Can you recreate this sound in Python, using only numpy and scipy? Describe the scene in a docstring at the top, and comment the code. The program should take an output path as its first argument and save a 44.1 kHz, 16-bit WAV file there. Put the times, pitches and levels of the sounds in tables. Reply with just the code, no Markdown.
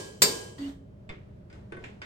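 """A small hammer planishes a copper vessel over an iron stake, in a small, bare workshop.
One blow is dying away as the next lands, and the copper wall clangs and rings. Drawn off the stake,
the vessel scrapes and squeals and its hollow hums. The hammer is put down and wooden-handled tools
knock on the stump, over a rustle of clothes and a low room rumble.
On the stereo microphones the work sits slightly right, the bass central and the treble wide."""
import sys
import numpy as np
from scipy import signal
from scipy.fft import rfft, irfft, next_fast_len
from scipy.io import wavfile
from scipy.ndimage import map_coordinates

SR = 44100
rng = np.random.default_rng(int(sys.argv[2]) if len(sys.argv) > 2 else 0)


def unload_audio(sound):
    """Save the sound as a 16-bit wav file, at the path given as the first command line argument."""
    columns = np.transpose(np.atleast_2d(sound))
    # keep every value between -1 and 1, then stretch to whole-number steps
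    steps = np.round(np.clip(columns, -1, 1) * 32767)
    wavfile.write(sys.argv[1], SR, steps.astype(np.int16))


N = 90404
ATTACK_S = 0.0006

# reverberation of the workshop: frequency_hz, t60_s
WORKSHOP_DECAY = [(300, 0.91), (1200, 0.67), (4000, 0.61), (8000, 0.61), (14000, 0.46)]
# likeness of the left and right microphones: frequency_hz, correlation
MIC_LIKENESS = [(60, 0.99), (150, 0.93), (300, 0.73), (550, -0.082), (1200, -0.32), (5000, 0.041),
                (10000, 0.39)]


def hammer_blows(beat_hz=2.7, beat_dip_s=0.046, beat_depth=0.61, snap_s=0.04, thump_hz=171):
    """Each blow snaps on contact, sets the copper ringing, jolts the stump and washes round the room."""
    # hammer on copper: start_s, level_db
    blows = [(-.172, -13.5), (0.2194, -14)]
    # clear modes of the wall: pitch_hz, level_db, unscaled_t60_s
    copper_modes = [(361, -17, .36), (411, -14, .38), (1030, -20, .5), (3049, -27, .9), (3141, -36, 1.2),
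                    (3582, -18, .48), (3858, -13, .27), (4531, -6, .27), (4676, -9, .26), (4740, -13, .42),
                    (5141, -12, .36), (5286, -12, .2), (5666, -15, .25), (6253, -16, .22), (6516, -15, .22),
                    (7043, -17, .36), (7268, -12, .2), (7424, -6, .22), (7553, -17, .37)]
    # one wall note, two close modes that beat: pitch_hz, level_db, t60_s
    beating_note = [(1633, -21.5, 0.71)]
    # bright clang of the copper wall: frequency_hz, level_db; a narrow gap is left in the treble near 10 kHz,
    # as in the wash and the scrape
    clang_spectrum = [(70, -41), (140, -13.5), (410, -4), (750, -17), (1020, -9.5), (1450, -13.5),
                      (2100, -6.5), (3250, -18), (3700, -8.5), (4900, -6), (6300, -15.5), (7350, -1.5),
                      (7900, -10.5), (9200, -7), (10200, -30), (13800, -9.5), (15500, -28.5)]
    # decay of the clang: frequency_hz, t60_s
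    clang_decay = [(300, 0.21), (1500, 0.19), (5000, 0.16), (13000, 0.18)]
    # the clang's wash in the room: frequency_hz, level_db; a narrow gap is left in the treble near 10 kHz, as
    # in the clang
    wash_spectrum = [(150, -32.5), (440, -2.5), (750, -21), (1030, -13), (1250, -24.5), (2000, -23),
                     (3300, -22.5), (4700, -18.5), (7300, -20), (9300, -20.5), (10200, -46), (13500, -24.5),
                     (15200, -43)]

    # the clang is uneven, with the same peaks at every blow
    grid_hz = np.arange(0, SR / 2, 35)
    ripple_db = np.interp(grid_hz, [500, 3500], [1.5, 3.5]) * rng.standard_normal(len(grid_hz))

    def rippled_noise(spectrum):
        return stereo_noise(lambda hz: amp(curve_at(spectrum, hz) + np.interp(hz, grid_hz, ripple_db)))

    modes = [(hz, db, 0.91 * t60) for hz, db, t60 in copper_modes]
    out = np.zeros((2, N))
    for start_s, level_db in blows:
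        age = clock() - start_s
        # hard contact and its first bounces off the near walls
        snap = amp(-1 - 60 * (age / snap_s) ** 2) * (age > 0) * rippled_noise(clang_spectrum)
        clang = decay(rippled_noise(clang_spectrum), start_s, clang_decay)
        thump = amp(-20.5) * decay(band_noise(thump_hz, width_hz=thump_hz), start_s, [(thump_hz, 0.28)])
        wash = amp(-10.5) * decay(rippled_noise(wash_spectrum), start_s, WORKSHOP_DECAY)
        ring = ringing(modes, start_s)
        beat = np.abs(1 - beat_depth * np.exp(2j * np.pi * beat_hz * (age - beat_dip_s)))
        ring += beat * ringing(beating_note, start_s)
        out += amp(level_db) * (snap + clang + thump + wash + ring)
    return out


def vessel_slide(start_s=0.579, end_s=0.695, rise_s=0.0043, t60_s=0.272):
    """The copper wall scrapes and squeals along the stake while the hollow hums."""
    # rough scrape of copper on iron: frequency_hz, level_db; a narrow gap is left in the treble near 10.5 kHz,
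    # as in the clang
    scrape_spectrum = [(350, -3.5), (600, -2), (1400, -9.5), (2000, -7.5), (2500, -17), (3300, -8.5),
                       (5000, -18.5), (9000, -20), (10500, -45), (14000, -26), (15500, -41)]
    # squeals of the sliding wall: pitch_hz
    squeal_pitches = [4525, 2900, 1880]
    # one row for each pitch: peak_s, half_length_s, glide_hz_per_s, level_db
    squeals = [(0.597, 0.068, -5, -56.5), (.648, 0.024, 2399, -52), (0.58, 0.082, 2396, -56)]

    t = clock()
    stroke = np.clip((t - start_s) / rise_s, 0, 1) * amp(-60 * np.maximum(t - end_s, 0) / t60_s)
    scrape = amp(-49.5) * coloured_noise(scrape_spectrum)
    for pitch_hz, (peak_s, half_length_s, glide_hz_per_s, level_db) in zip(squeal_pitches, squeals):
        from_peak = t - peak_s
        band = stereo_noise(lambda hz: resonance(hz, pitch_hz, width_hz=70))
        glide = np.exp(1j * np.pi * glide_hz_per_s * from_peak ** 2)
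        swell = amp(level_db) * np.exp(-(from_peak / half_length_s) ** 2)
        scrape += swell * np.real(signal.hilbert(band) * glide)
    return stroke * scrape + hollow_hum(start_s)


def hollow_hum(start_s, pitch_hz=283, sag_hz_per_s=44):
    """The air in the vessel hums one rough, slowly sinking note."""
    # swell of the hum: time_s, level_db
    hum_levels = [(.575, -80), (.595, -39), (.62, -32), (.668, -35), (.696, -37), (.74, -53), (.82, -54),
                  (1.0, -92)]
    sinking_hz = pitch_hz - sag_hz_per_s * (clock() - start_s)
    tone = np.sqrt(2) * np.sin(2 * np.pi * np.cumsum(sinking_hz) / SR)
    roughness = amp(1.5 * wobble(knots_per_s=150))
    return envelope(hum_levels) * tone * roughness * amp([[-0.6], [0.6]])


def tool_knocks(handle_t60_s=0.18, body_t60_s=0.27, tick_t60_s=0.024, focus_db=4.5):
    """Each knock clacks and rings the handles, clinks the steel heads, thuds in the stump and echoes."""
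    # tools on the stump: start_s, level_db, ring_hz, ring_db, thud_db, tilt_db_per_octave,
    # clink_hz, clink_db, clink_t60_s
    knocks = [(1.0915, -47.5, 3542, -5, -16.5, -2, 7660, -9.5, 0.037),
              (1.096, -44, 2245, -2, -2.5, -4, 4950, -14.5, 0.13),
              (1.4997, -61.5, 1460, 0, -3, 1, 4880, -4, .1),
              (1.5266, -60.5, 1530, 4.5, 6, 4, 5020, -5, 0.12),
              (1.7213, -47, 1518, 6, 4, -2.5, 8930, -12.5, 0.058),
              (1.768, -48, 1518, 5.5, -2.5, -5, 8920, -17.5, 0.055),
              (1.8395, -46.5, 2400, 0.5, -10.5, 0.5, 7100, -17, 0.19),
              (2.0167, -44, 1518, 0.5, -9.5, 0.5, 4880, -8.5, 0.17)]
    # modes of the wooden handles: pitch_hz, level_db
    handle_modes = [(1110, -6), (1879, -4), (2125, -1), (2540, -9), (3133, -10.5), (3560, -6.5)]
    # dry contact of wood on wood: frequency_hz, level_db
    clack_spectrum = [(300, -6), (2300, 0.5), (3500, -8), (4400, -14.5), (8000, -21.5), (14000, -57)]

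    out = np.zeros((2, N))
    for start_s, level_db, ring_hz, ring_db, thud_db, tilt, clink_hz, clink_db, clink_t60_s in knocks:
        def colour_db(hz):
            """Tilt about 2 kHz, less focus_db an octave or more from the main ring."""
            octaves_off = np.abs(np.log2((hz + 1) / ring_hz))
            return tilt * np.log2((hz + 1) / 2000) - focus_db * np.minimum(octaves_off, 1)

        modes = [(hz, db + colour_db(hz), handle_t60_s) for hz, db in handle_modes]
        modes += [(ring_hz, ring_db, handle_t60_s), (clink_hz, clink_db, clink_t60_s)]
        ring = ringing(modes, start_s, waver_rad=0.45)
        clack = amp(-0.5) * stereo_noise(lambda hz: amp(curve_at(clack_spectrum, hz) + colour_db(hz)))
        thud = amp(thud_db) * band_noise(centre_hz=383, width_hz=170)
        clink = amp(clink_db) * band_noise(clink_hz, width_hz=360)
        tick = amp(1.5) * decay(clack + clink, start_s, [(ring_hz, tick_t60_s)])  # first contact
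        body = decay(clack + thud, start_s, [(ring_hz, body_t60_s)])
        echo = amp(-12) * decay(clack + thud, start_s, WORKSHOP_DECAY)
        out += amp(level_db) * (tick + ring + body + echo)
    return out


def clothes_rustle():
    """Sleeve and apron rustle faintly as the tools are handled."""
    # rubbing cloth: frequency_hz, level_db
    cloth_spectrum = [(400, -2.5), (850, -9.5), (7400, -36.5), (15000, -58)]
    # swells of movement: time_s, level_db
    cloth_levels = [(1.0, -74), (1.24, -64), (1.47, -68.5), (1.56, -53), (1.68, -62), (1.85, -48.5),
                    (2.05, -64)]
    return envelope(cloth_levels) * coloured_noise(cloth_spectrum)


def room_tone():
    """The steady low rumble of the workshop."""
    # rumble: frequency_hz, level_db
    rumble_spectrum = [(20, -32), (54, -4.5), (120, -1), (167, -8), (196, -2), (243, -16.5), (400, -14.5),
                       (520, -22.5), (604, -12.5), (700, -28), (1000, -32.5), (15000, -66)]
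    return amp(-48.5) * coloured_noise(rumble_spectrum)


def amp(db):
    return 10 ** (np.asarray(db) / 20)


def clock():
    return np.arange(N) / SR


def curve_at(points, hz):
    """Read (frequency_hz, value) points on a log frequency axis."""
    frequencies, values = np.transpose(points)
    return np.interp(np.log(hz + 1), np.log(frequencies + 1), values)


def envelope(points):
    """Gain from (time_s, level_db) points, silent outside them."""
    time_s, level_db = np.transpose(points)
    return amp(np.interp(clock(), time_s, level_db, left=-120, right=-120))


def wobble(knots_per_s):
    """A smooth random curve."""
    return map_coordinates(rng.standard_normal(1024), [clock() * knots_per_s], mode="wrap")


def resonance(hz, centre_hz, width_hz):
    """Gain of one resonance, 1 at its centre."""
    return hz * width_hz / np.hypot(centre_hz ** 2 - hz ** 2, hz * width_hz)


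def stereo_angle(hz):
    """Angle from mid towards side, in radians, that gives the microphones their likeness."""
    return np.arccos(np.clip(curve_at(MIC_LIKENESS, hz), -1, 1)) / 2


def stereo_noise(gain):
    """Noise of rms 1 shaped by gain(hz), central in the bass and wide in the treble."""
    hz = np.fft.rfftfreq(N, 1 / SR)
    angle = stereo_angle(hz)
    spectra = rfft(rng.standard_normal((2, N))) * gain(hz)
    mid, side = irfft(spectra * [np.cos(angle), np.sin(angle)], N)
    pair = np.array([mid + side, mid - side])
    return pair / np.sqrt(np.mean(pair ** 2) + 1e-20)


def coloured_noise(spectrum):
    """Stereo noise shaped by (frequency_hz, level_db) points."""
    return stereo_noise(lambda hz: amp(curve_at(spectrum, hz)))


def band_noise(centre_hz, width_hz):
    """Stereo noise passed twice through one resonance."""
    return stereo_noise(lambda hz: resonance(hz, centre_hz, width_hz) ** 2)


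def decay(sound, start_s, t60_points):
    """Start a sound and fade it by (frequency_hz, t60_s) points; a single point fades all alike."""
    hz, frame_s, spectra = signal.stft(sound, SR, nperseg=256)
    fade = amp(-60 * np.maximum(frame_s - start_s, 0) / curve_at(t60_points, hz)[:, None])
    attack = 1 - np.exp(-np.maximum(clock() - start_s, 0) / ATTACK_S)
    return signal.istft(spectra * fade, SR, nperseg=256)[1][:, :N] * attack


def ringing(modes, start_s, waver_rad=0.25):
    """Struck (pitch_hz, level_db, t60_s) modes; each reaches the two microphones with its own phase."""
    age = np.maximum(clock() - start_s, 0)
    out = np.zeros((2, N))
    for pitch_hz, level_db, t60_s in modes:
        mic_offset = 0.93 * stereo_angle(pitch_hz) * rng.choice([-1, 1])
        phase = 2 * np.pi * (pitch_hz * age + rng.random()) + waver_rad * wobble(knots_per_s=45)
        out += amp(level_db - 60 * age / t60_s) * np.sin([phase + mic_offset, phase - mic_offset])
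    return out * (1 - np.exp(-age / ATTACK_S))


def scene():
    """The workshop at the microphones, slightly louder on the right."""
    mix = hammer_blows() + vessel_slide() + tool_knocks() + room_tone() + clothes_rustle()
    return mix * amp([[-0.3], [0.3]])


def record(dry):
    """The recorder rounds off the highest peaks and keeps nothing above its band limit."""
    band_limit_hz = 15800
    rounded = dry / (1 + dry ** 8) ** (1 / 8)
    padded_n = next_fast_len(N + SR // 2)
    passband = np.fft.rfftfreq(padded_n, 1 / SR) < band_limit_hz
    return irfft(rfft(rounded, padded_n) * passband, padded_n)[:, :N]


dry = scene()
out = record(dry)
unload_audio(out)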